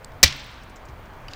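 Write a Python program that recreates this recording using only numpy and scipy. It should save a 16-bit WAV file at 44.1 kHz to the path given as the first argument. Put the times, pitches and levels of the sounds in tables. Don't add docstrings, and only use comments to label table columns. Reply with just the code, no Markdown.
import sys
import numpy as np
from scipy import signal
from scipy.fft import rfft, irfft
from scipy.io import wavfile
from scipy.ndimage import uniform_filter1d

SR = 44100
rng = np.random.default_rng(int(sys.argv[2]) if len(sys.argv) > 2 else 0)


def int16_out(signal):
    q = np.round(np.clip(np.atleast_2d(signal).T, -1, 1) * 32767)
    wavfile.write(sys.argv[1], SR, q.astype(np.int16))


def boost_factor(decibels):
    exponent = np.asarray(decibels, float) / 20
    return 10 ** exponent


N = 59535
BLOW_S = .2299


def curve(hz, table):
    table_hz, table_db = np.array(table, float).T
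    return np.interp(np.log(np.maximum(hz, 1)), np.log(table_hz), table_db)


def colour(x, table):
    log_gain = curve(np.fft.rfftfreq(2048, 1 / SR), table) * np.log(10) / 20
    cepstrum = irfft(log_gain)
    cepstrum[1:1024] *= 2
    cepstrum[1025:] = 0
    impulse = irfft(np.exp(rfft(cepstrum)))
    return signal.fftconvolve(x, impulse)[:len(x)]


def band(x, hz, width_hz):
    low_hz = max(hz - width_hz / 2, hz / 4)
    high_hz = min(hz + width_hz / 2, SR * .45)
    sos = signal.butter(3, [low_hz, high_hz], "band", fs=SR, output="sos")
    return signal.sosfilt(sos, x)


def unit(x):
    return x / np.sqrt(np.mean(x ** 2))


def ring(table):
    t = np.arange(SR // 2) / SR
    return sum(boost_factor(db - 60 * t / t60) * np.sin(2 * np.pi * hz * t) for hz, db, t60 in table)


def after(start_s):
    t = np.arange(N) / SR - start_s
    return np.maximum(t, 0), t >= 0


def walk(rate_hz):
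    hold = int(SR / rate_hz)
    stairs = np.repeat(rng.standard_normal(N // hold + 1), hold)
    smooth = uniform_filter1d(uniform_filter1d(stairs, hold), hold)
    return unit(smooth[:N])


def air():
    # pitch_hz [Hz], density_db [relative dB per Hz]
    air_spectrum = [(15, -3.5), (45, -1.5), (100, -5), (200, -13.5), (370, -15.5), (800, -13.5),
                    (1300, -15.5), (1940, -21.5), (3200, -30.5), (5160, -39.5), (8000, -45), (16000, -48)]
    air_db, bass_flutter_db = -43, 2
    bed, swell = 0, walk(2)
    for hz in 16 * 2 ** np.arange(0, 10.3, .5):
        depth_db = bass_flutter_db / (1 + hz / 300) + 0.67
        noise = unit(band(rng.standard_normal(N + SR), hz, hz * .36)[SR:])
        band_db = curve(hz, air_spectrum) + depth_db * walk(14) + .5 * swell
        bed = bed + noise * np.sqrt(hz) * boost_factor(band_db)
    return boost_factor(air_db) * unit(bed)


def whine():
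    whine_hz, width_hz, whine_db = 15000, 275, -79
    return boost_factor(whine_db) * unit(band(rng.standard_normal(N), whine_hz, width_hz))


def ticks():
    # start_s [s], level_db [relative dB], centre_hz [Hz], width_hz [Hz], t60_s [s]
    tick_list = [(0.0458, -21.5, 6500, 5000, 0.0072), (0.1192, -43.5, 4500, 5000, .02),
                 (.363, -42, 14130, 5000, .03), (.396, -38, 6500, 4000, 0.029),
                 (.442, -45.5, 8900, 5000, 0.026), (.465, -40.5, 14500, 4000, .01),
                 (.514, -48.5, 9000, 8000, 0.016), (.541, -45, 7000, 3000, 0.019),
                 (0.6336, -48, 7000, 6030, .05), (.696, -48.5, 7000, 6000, 0.052),
                 (0.7588, -42.5, 6500, 3000, 0.066), (0.8534, -45.5, 6500, 4000, .04),
                 (.8859, -44.5, 5000, 5000, 0.065), (1.056, -51, 6000, 4000, 0.035),
                 (1.1354, -48, 5000, 5000, .02)]
    broad_db = -11.5
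    out = 0
    for start_s, tick_db, hz, width_hz, t60 in tick_list:
        t, on = after(start_s)
        noise = rng.standard_normal(N)
        grain = unit(band(noise, hz, width_hz)) + boost_factor(broad_db) * unit(band(noise, 10000, 12000))
        attack = np.minimum(t / .0004, 1)
        out = out + on * boost_factor(tick_db - 60 * t / t60) * attack * grain / 2
    return out


def crack():
    # pitch_hz [Hz], level_db [dB]
    crack_colour = [(60, -20), (340, -12.5), (1300, -17), (2300, -7), (3100, -6), (4500, -1.5), (5600, 1),
                    (7500, -3), (9000, -12.5), (16000, -14.5)]
    # pitch_hz [Hz], level_db [relative dB], t60_s [s]
    log_modes = [(1100, -15.5, 0.01956), (1936, -4.5, 0.037), (2357, -8, 0.048), (2730, -11.5, 0.024),
                 (3660, -6.5, 0.026), (3886, -6, 0.035), (4447, -7.5, .035), (4570, -8, .035),
                 (5526, -10, 0.03), (5800, -9, .025), (6169, -6, .025), (7590, -12, .02)]
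    blow_db, ring_db = 4.5, -10.5
    tear_s, fade_s, end_fade_s = 0.015, 0.0073, 0.0011
    fibres_per_s, fibre_spread_db = 8300, 5

    t, on = after(BLOW_S)
    tear = on * np.exp(-t / fade_s) * np.exp(-np.maximum(t - tear_s, 0) / end_fade_s)
    chance = rng.random(N)
    strength = rng.standard_normal(N) * boost_factor(fibre_spread_db * rng.exponential(size=N))
    snapping = np.clip((fibres_per_s / SR - chance) * 20, 0, 1)
    snaps = tear * strength * snapping
    body = colour(snaps, crack_colour)
    modes = signal.fftconvolve(snaps, ring(log_modes))[:N]

    def even(x):
        return x / np.sqrt(np.sum(x ** 2) / (tear_s * SR))

    return boost_factor(blow_db) * (even(body) + boost_factor(ring_db) * even(modes))


def forest():
    # centre_hz [Hz], early_db [dB], early_t60_s [s], late_db [dB], late_t60_s [s]
    scatter = [(293, -28.5, .1, -48, .6), (600, -26, 0.092, -52, 0.5), (1092, -24.5, 0.068, -46, 1),
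               (1698, -29, .12, -40, 0.99), (2407, -19.5, 0.13, -37.5, 1.18), (3570, -19, .15, -36.5, 1.06),
               (5000, -20, 0.15, -39, .9), (7000, -22, 0.098, -51, 0.96), (10100, -29.5, .11, -61, .6),
               (14500, -27.5, 0.079, -57.5, .6)]
    # delay_s [s], level_db [dB], smear_s [s]
    trunk_echoes = [(.031, -21, 0.0023), (.05, -24, 0.004), (.08, -35, .005), (.097, -33.5, 0.0039)]
    trunk_hz, trunk_width_hz = 3810, 4000

    t, on = after(BLOW_S)
    tail = 0
    for hz, early_db, early_t60, late_db, late_t60 in scatter:
        noise = unit(band(rng.standard_normal(N), hz, hz * 0.39))
        fade = boost_factor(early_db - 60 * t / early_t60) + boost_factor(late_db - 60 * t / late_t60)
        tail = tail + noise * boost_factor(1.5 * walk(90)) * fade
    for delay_s, echo_db, smear_s in trunk_echoes:
        noise = unit(band(rng.standard_normal(N), trunk_hz, trunk_width_hz))
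        tail = tail + boost_factor(echo_db) * np.exp(-((t - delay_s) / smear_s) ** 2) * noise
    return on * tail


def thump():
    # pitch_hz [Hz], level_db [dB], t60_s [s]
    ground_modes = [(78, -12, .11), (136, -31.5, 0.44)]
    thump_s, push_s = .2435, 0.0023
    t, on = after(thump_s)
    push = on * np.sin(np.pi * np.minimum(t / push_s, 1))
    return signal.fftconvolve(push / push.sum(), ring(ground_modes))[:N]


def piece():
    # start_s [s], peak_db [dB], tilt_db [dB per octave], slip_s [s]
    knocks = [(1.2825, -27.5, -2, 0.0021), (1.3347, -23.5, 2, 0.00069)]
    # pitch_hz [Hz], level_db [relative dB], t60_s [s]
    piece_modes = [(1890, -18, 0.022), (2726, 0, 0.017), (3000, 0.5, 0.023), (3810, -2.5, 0.016),
                   (4310, -2.5, 0.012), (4730, -3.5, 0.021), (6500, -18.5, 0.009), (9400, -26.5, 0.0066)]
    # time_s [s], level_db [dB]
    scrape = [(1.285, -67), (1.301, -60), (1.315, -50), (1.33, -59), (1.349, -52)]
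    scrape_hz, scrape_width_hz, flicker_db = 4500, 3800, 2.52

    out = np.zeros(N)
    for start_s, peak_db, tilt_db, slip_s in knocks:
        t, on = after(start_s)
        slip = on * t * np.exp(-t / slip_s * 2) * rng.standard_normal(N)
        tilted = [(hz, db + tilt_db * np.log2(hz / 3000), t60) for hz, db, t60 in piece_modes]
        knock = signal.fftconvolve(slip, ring(tilted))[:N]
        out = out + boost_factor(peak_db) * knock / np.abs(knock).max()

    time_s, scrape_db = np.array(scrape).T
    grains = rng.standard_normal(N) * boost_factor(3 * rng.exponential(size=N))
    grit = unit(band(grains, scrape_hz, scrape_width_hz))
    path_db = np.interp(np.arange(N) / SR, time_s, scrape_db, left=-120)
    return out + grit * boost_factor(path_db + flicker_db * walk(150))


def scene():
    return (air() + whine() + ticks() + crack() + forest() + thump() + piece())[None]


def low_pass(x):
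    return signal.sosfilt(signal.butter(12, 15910, fs=SR, output="sos"), x)


def record(dry):
    # pitch_hz [Hz], level_db [dB]
    mic_colour = [(20, 1), (8000, 0), (11000, -1), (13000, -1.5), (15000, 6.5), (16500, 0), (22000, -2.5)]
    heard = colour(dry[0], mic_colour)
    clipped = np.clip(heard, -1, 1)
    return low_pass(clipped[None])


dry = scene()
out = record(dry)
int16_out(out)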